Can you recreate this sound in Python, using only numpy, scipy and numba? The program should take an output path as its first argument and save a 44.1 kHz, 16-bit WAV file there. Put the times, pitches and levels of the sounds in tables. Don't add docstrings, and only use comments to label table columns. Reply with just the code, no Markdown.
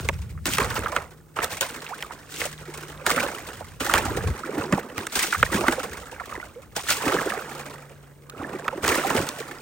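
import sys
import numpy as np
from scipy import signal
from scipy.fft import rfft, irfft, next_fast_len
from scipy.io import wavfile
from scipy.ndimage import uniform_filter1d
from numba import njit

SR = 44100
rng = np.random.default_rng(int(sys.argv[2]) if len(sys.argv) > 2 else 0)


def wrap_up_sound(samples):
    columns = np.atleast_2d(samples).T
    tamed = np.clip(columns, -1, 1)
    steps = np.round(tamed * 32767).astype(np.int16)
    wavfile.write(sys.argv[1], SR, steps)


N = 423801

SLOSH_HZ, SPRAY_HZ, GURGLE_HZ = (444.7, 2864), (2910, 16900), (140, 477)
# (peak time [s], slosh level [dB], spray level [dB], gurgle level [dB], rise time [s], fade [dB/s])
BOOT_PUSHES = [(0.0, -43, -45, -43, .01, 50), (0.457, -32.5, -33.5, -32, 0.014, 49),
               (0.524, -43, -25, -48, 0.099, 270), (0.599, -27, -36, -31, 0.024, 58.5),
               (0.786, -30.5, -41, -29.5, 0.33, 106), (0.967, -29.5, -41.5, -53, 0.19, 180),
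               (1.366, -30, -43, -41, 0.013, 107), (1.436, -29, -34, -31, 0.092, 306),
               (1.525, -29, -31, -35.5, 0.048, 249), (1.617, -21, -24.5, -37, 0.018, 261),
               (1.702, -40, -45, -43.5, 0.033, 17), (2.402, -40, -29, -39, 0.17, 156),
               (2.441, -31, -31, -46, 0.063, 320), (2.78, -43, -48, -45.5, 1, 27),
               (3.07, -30.5, -32.5, -32, 0.046, 36.5), (3.189, -26.5, -43, -32, 0.43, 67.5),
               (3.806, -29, -32, -32, 0.012, 43), (3.95, -19.5, -29.5, -25.5, 0.14, 163),
               (4.049, -32.5, -41, -29, 0.13, 26.5), (4.593, -32, -45, -27, 0.39, 55),
               (4.726, -24.5, -37.5, -24, 0.011, 211), (4.98, -30.5, -37, -28, 0.061, 140),
               (5.171, -29.5, -25.5, -33, 0.12, 56), (5.542, -34.5, -39, -25, 0.12, 52),
               (5.688, -30.5, -38, -37.5, 1, 37.5), (6.318, -43.5, -52, -46, 1, 30.5),
               (6.769, -30, -27.5, -36.5, 0.023, 286), (6.896, -28, -22.5, -35, 0.076, 125),
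               (7.076, -23.5, -32, -27, 0.3, 33), (8.396, -38, -51.5, -32.5, 0.22, 9),
               (8.831, -29.5, -33, -27.5, 0.027, 130), (8.89, -23, -28.5, -29.5, 0.015, 31.5),
               (9.184, -26, -37.5, -22, 0.46, 245)]


def wading():
    slosh_db, spray_db, gurgle_db = map(push_swells, np.transpose(BOOT_PUSHES)[1:4])
    bursts_db = surges(per_s=60, fade_s=.006)
    bright_db = np.clip(spray_db - slosh_db, -20, 12)
    slosh = bubble_cloud(1300, SLOSH_HZ, cycles=19.3, rise=0.335, scatter_db=1.0,
                         tilt_db=2.27 + 0.52 * bright_db, bursts_db=0.45 * bursts_db)
    spray = bubble_cloud(14000, SPRAY_HZ, cycles=4.0, rise=0.047, scatter_db=-0.5,
                         tilt_db=0.5, bursts_db=0.51 * bursts_db)
    ticks = bubble_cloud(90, SPRAY_HZ, cycles=8.7, rise=0.19, scatter_db=3.5, tilt_db=0.0)
    gurgle = bubble_cloud(190, GURGLE_HZ, cycles=8.5, rise=0.19, scatter_db=1.5,
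                          tilt_db=8.5, bursts_db=0.35 * bursts_db)
    drips = bubble_cloud(110, (650, 2000), cycles=19.0, rise=0.25, scatter_db=2.5,
                         tilt_db=0.5, bursts_db=0.59 * surges(per_s=14, fade_s=0.029))
    churn = undb(slosh_db) * slosh + undb(spray_db) * spray + undb(gurgle_db) * gurgle
    ticks_db = np.minimum(spray_db, -36) - 10.0
    return churn + undb(ticks_db) * ticks + undb(slosh_db - 6.5) * drips


def push_swells(peak_db, climb_db=38, still_water_db=-90):
    peak_s, *_, rise_s, fade_db_per_s = np.transpose(BOOT_PUSHES)[:, :, None]
    t = np.arange(0, N + 64, 64) / SR
    before_db = climb_db * (peak_s - t) / np.maximum(rise_s, .003)
    after_db = np.abs(fade_db_per_s) * (t - peak_s)
    below_peak_db = np.where(t < peak_s, before_db, after_db)
    power = np.sum(undb(peak_db[:, None] - below_peak_db) ** 2, axis=0) + undb(still_water_db) ** 2
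    return np.interp(np.arange(N) / SR, t, 10 * np.log10(power))


def sole_thuds():
    peak_s, _, _, gurgle_db, *_ = np.transpose(BOOT_PUSHES)
    detune, direction = rng.standard_normal((len(peak_s), 2)).T
    hz = 87.6 * 2 ** (.15 * detune)
    return pings(peak_s - .012, hz, undb(gurgle_db + 6), direction, cycles=7.3, rise=0.22)


# (time [s], level [dB], pitch [Hz], extra level for the crack [dB])
WATER_SLAPS = [(0.088, -9, 2100, -20.5), (0.456, -22, 1500, -3), (0.583, -6.5, 1040, -18),
               (0.963, -10, 1330, -23), (1.388, -12, 1290, -38), (1.444, -20, 1290, -4.5),
               (1.609, -26, 1180, 4.5), (2.025, -19.5, 3100, -18), (2.416, -16.5, 2030, -23),
               (3.064, -10.5, 1420, -12.5), (3.103, -13, 1180, -11), (3.938, -7.5, 1470, -11),
               (4.724, -11.5, 566, -21), (4.98, -17, 2300, -16.5), (5.068, -22, 1470, -8.5),
               (5.428, -3.5, 1400, -26), (5.682, -5.5, 1460, -23), (6.764, -20, 633, -7.5),
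               (8.297, -45, 1530, 5.5), (8.68, -11, 1250, -27.5), (8.848, -13, 1390, -27),
               (8.879, -14, 1150, -9), (9.289, -28.5, 1050, 0)]


def slaps(drops=24):
    times, db, hz, crack_db = np.transpose(WATER_SLAPS)
    direction = rng.standard_normal((len(times), 1))
    out = pings(times, hz, undb(db + 0.5), direction[:, 0], cycles=12.6, rise=.01)
    burst = (db - 10.0, SLOSH_HZ, .0024)
    crack = (db + crack_db + 6.5, SPRAY_HZ, .0011)
    for drop_db, (low_hz, high_hz), mean_delay_s in (burst, crack):
        late, pitch = np.moveaxis(rng.random((len(times), drops, 2)), 2, 0)
        starts = times[:, None] - mean_delay_s * np.log(1 - late)
        drop_hz = low_hz * (high_hz / low_hz) ** pitch
        gain = np.repeat(undb(drop_db), drops)
        drop_direction = direction + .4 * pitch
        out += pings(starts.ravel(), drop_hz.ravel(), gain, drop_direction.ravel(), cycles=6.8, rise=0.2)
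    return out


# (time [s], level [dB], pitch [Hz])
WATER_PLOPS = [(0.376, -36, 1260), (0.592, -15.5, 400), (0.618, -15, 1080), (0.86, -13.5, 1270),
               (1.007, -31, 1340), (1.865, -24, 2620), (2.107, -22, 910), (2.418, -20, 480),
               (2.451, -17, 575), (2.609, -29, 454), (2.679, -25.5, 385), (3.178, -12, 1310),
               (3.607, -20, 660), (3.896, -11, 1290), (4.489, -17, 404), (4.574, -11.5, 307),
               (4.721, -6.5, 192), (4.777, -14.5, 760), (5.327, -9.5, 1500), (5.346, -12.5, 1210),
               (5.54, -12, 204), (5.637, -10, 621), (5.676, -11.5, 242), (5.779, -14, 518),
               (6.198, -22.5, 1370), (6.205, -21, 720), (6.31, -32, 1080), (6.374, -27, 343),
               (7.06, -9.5, 299), (7.081, -12.5, 387), (7.138, -12.5, 397), (7.26, -14.5, 397),
               (7.372, -20, 447), (7.905, -32, 560), (8.976, -10.5, 342), (9.144, -13, 255)]


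def plops():
    times, db, hz = np.transpose(WATER_PLOPS)
    delays, pitches = rng.random((len(times), 6, 2)).T
    direction = rng.standard_normal(len(times))
    out = pings(times, hz, undb(db), direction, cycles=13.6, rise=0.05)
    for late, pitch in zip(delays, pitches):
        nearby_hz = hz * 2 ** (pitch - .4)
        out += pings(times + .014 * late, nearby_hz, undb(db - 8.5), direction, cycles=10.0, rise=0.15)
    return out


# (time [s], level [dB], first pitch [Hz], last pitch [Hz], length [s])
LARGE_BUBBLES = [(1.904, -29.5, 689, 1790, 0.041), (4.434, -30.5, 1220, 1750, 0.013),
                 (6.557, -32, 465, 586, 0.045), (8.726, -25.5, 494, 630, 0.021)]


def large_bubbles():
    out = np.zeros(N)
    for start_s, db, first_hz, last_hz, length_s in LARGE_BUBBLES:
        progress = np.linspace(0, 1, int(length_s * SR))
        hz = first_hz * (last_hz / first_hz) ** progress ** 1.6
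        swell = np.sin(np.pi * progress ** 0.59) ** 0.57
        tone = np.sin(2 * np.pi * np.cumsum(hz) / SR)
        out[int(start_s * SR):][:len(tone)] += undb(db) * swell * tone
    return out


# (time [s], level [dB])
WIND_GUSTS = [(0.12, -28), (0.65, -27), (1.3, -54.5), (3.72, -40.5), (4.29, -21), (4.5, -80), (5.32, -66),
              (5.38, -23.5), (5.75, -41.5), (8.88, -58)]


def wind():
    shared, side = noise_pair(hz=[25, 55, 90, 200, 400], db=[-45, 8.0, 6.0, -8.0, -59.0])
    rumble = np.array([shared + 0.28 * side, shared - 0.28 * side])
    flutter = undb(2.5 * wobble(step_samples=3000))
    return set_level(rumble * flutter, 0) * gain_curve(WIND_GUSTS)


# (time [s], level [dB])
ENGINE_LEVELS = [(1.1, -49), (2.25, -53.5), (2.5, -41), (3.0, -43), (3.3, -75), (7.3, -58), (7.55, -41.5),
                 (8.05, -47), (9.61, -49.5)]


def far_engine(start_hz=155.4, sink_hz_per_s=1.6):
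    t = np.arange(N) / SR
    tone = np.sin(2 * np.pi * (start_hz - sink_hz_per_s * t / 2) * t)
    return np.sqrt(2) * gain_curve(ENGINE_LEVELS) * tone


# (frequency [Hz], relative level [dB])
AIR_TONE = [(139, 6.5), (557, -4.5), (1440, -34.5), (16000, -27.5)]


def open_air():
    shared, side = noise_pair(*np.transpose(AIR_TONE))
    return set_level(np.array([shared + .5 * side, shared - .5 * side]), db=-49.5)


def bubble_cloud(per_s, range_hz, cycles, rise, scatter_db, tilt_db, bursts_db=0):
    count = int(per_s * N / SR)
    when, pitch, strength, length = rng.random((count, 4)).T
    start = (when * N).astype(int)
    octaves = (pitch - .5) * np.log2(range_hz[1] / range_hz[0])
    hz = np.sqrt(range_hz[0] * range_hz[1]) * 2 ** octaves
    tilt, burst = (np.broadcast_to(db, N)[start] for db in (tilt_db, bursts_db))
    gain = undb(-scatter_db * np.log(1 - .99 * strength) + tilt * octaves + burst)
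    ring_cycles = cycles * (0.22 + 2.13 * length ** 2)
    direction = rng.standard_normal(count)
    return set_level(pings(start / SR, hz, gain, direction, ring_cycles, rise * length), 0)


def pings(times, hz, gain, direction, cycles, rise):
    lag_s = (-6.2e-5 + 6e-5 * direction) * np.minimum(1, 4380 / hz) ** 2
    start = (np.clip(times, 0, None) * SR).astype(np.int64)
    each = np.ones(len(times))
    return ring(start, hz, np.maximum(cycles, 1) * each, rise * each, gain, lag_s * SR)


@njit
def ring(start, hz, cycles, rise, gain, lag_samples):
    out = np.zeros((2, N))
    for k in range(len(start)):
        length = int(cycles[k] * SR / hz[k]) + 2
        step = 2 * np.pi * hz[k] / SR
        phase, height, muted = 0., gain[k], 1.
        fade, unmute = np.exp(-5 / length), np.exp(-40 / length)
        glide = (1 + rise[k]) ** (1 / length)
        for i in range(start[k], min(start[k] + length, N)):
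            muted *= unmute
            out[0, i] += height * (1 - muted) * np.sin(phase - lag_samples[k] * step)
            out[1, i] += height * (1 - muted) * np.sin(phase)
            phase += step
            height *= fade
            step = min(step * glide, 2.8)
    return out


def surges(per_s, fade_s):
    kicks = rng.exponential(size=N) * (rng.random(N) < per_s / SR)
    fading = signal.lfilter([1], [1, -np.exp(-1 / (fade_s * SR))], kicks)
    db = 20 * np.log10(fading + 0.15)
    return db - db.mean()


def wobble(step_samples):
    steps = np.repeat(rng.standard_normal(N // step_samples + 1), step_samples)
    return uniform_filter1d(steps, step_samples)[:N]


def noise_pair(hz, db):
    f = np.fft.rfftfreq(N, 1 / SR)
    shape = undb(np.interp(np.log(f + 1), np.log(hz), db))
    return irfft(rfft(rng.standard_normal((2, N))) * shape, N)


def gain_curve(table):
    return undb(np.interp(np.arange(N) / SR, *np.transpose(table)))


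def set_level(x, db):
    return x * undb(db) / np.sqrt(np.mean(x ** 2))


def undb(db):
    return 10 ** (np.asarray(db) / 20)


def scene():
    water = wading() + sole_thuds() + slaps() + plops() + large_bubbles()
    return water + wind() + far_engine() + open_air()


# (frequency [Hz], gain [dB])
PHONE_TONE = [(35, -73), (56.4, -9), (424, -2.5), (727, -5.5), (1373, 3), (2290, 4), (4540, 0), (9700, 5),
              (10740, -18.5), (12300, -19.5), (12560, 1.5), (16000, 4), (16150, -65)]
# (frequency [Hz], left minus right [dB])
MIC_BALANCE = [(150, 0.5), (424, -2), (727, -7.5), (1500, -6), (4540, 1.5), (12000, -1)]


def record(dry, late_cycles=1.4, top_hz=16995):
    size = next_fast_len(N + SR // 4)
    f = np.fft.rfftfreq(size, 1 / SR) + 30
    tone_db, balance_db = (np.interp(np.log(f), np.log(hz), db)
                           for hz, db in map(np.transpose, (PHONE_TONE, MIC_BALANCE)))
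    gain = np.array([undb(tone_db + side * balance_db / 2) for side in (1, -1)])
    smear = np.exp(-2j * np.pi * late_cycles * (np.log(f / SR) - f / 8000))
    coloured = irfft(rfft(dry, size) * gain * smear, size)[:, :N]
    rounded = np.tanh(coloured / 1.34) * 1.48
    return signal.sosfilt(signal.ellip(10, .2, 70, top_hz, fs=SR, output="sos"), rounded)


dry = scene()
out = record(dry)
wrap_up_sound(out)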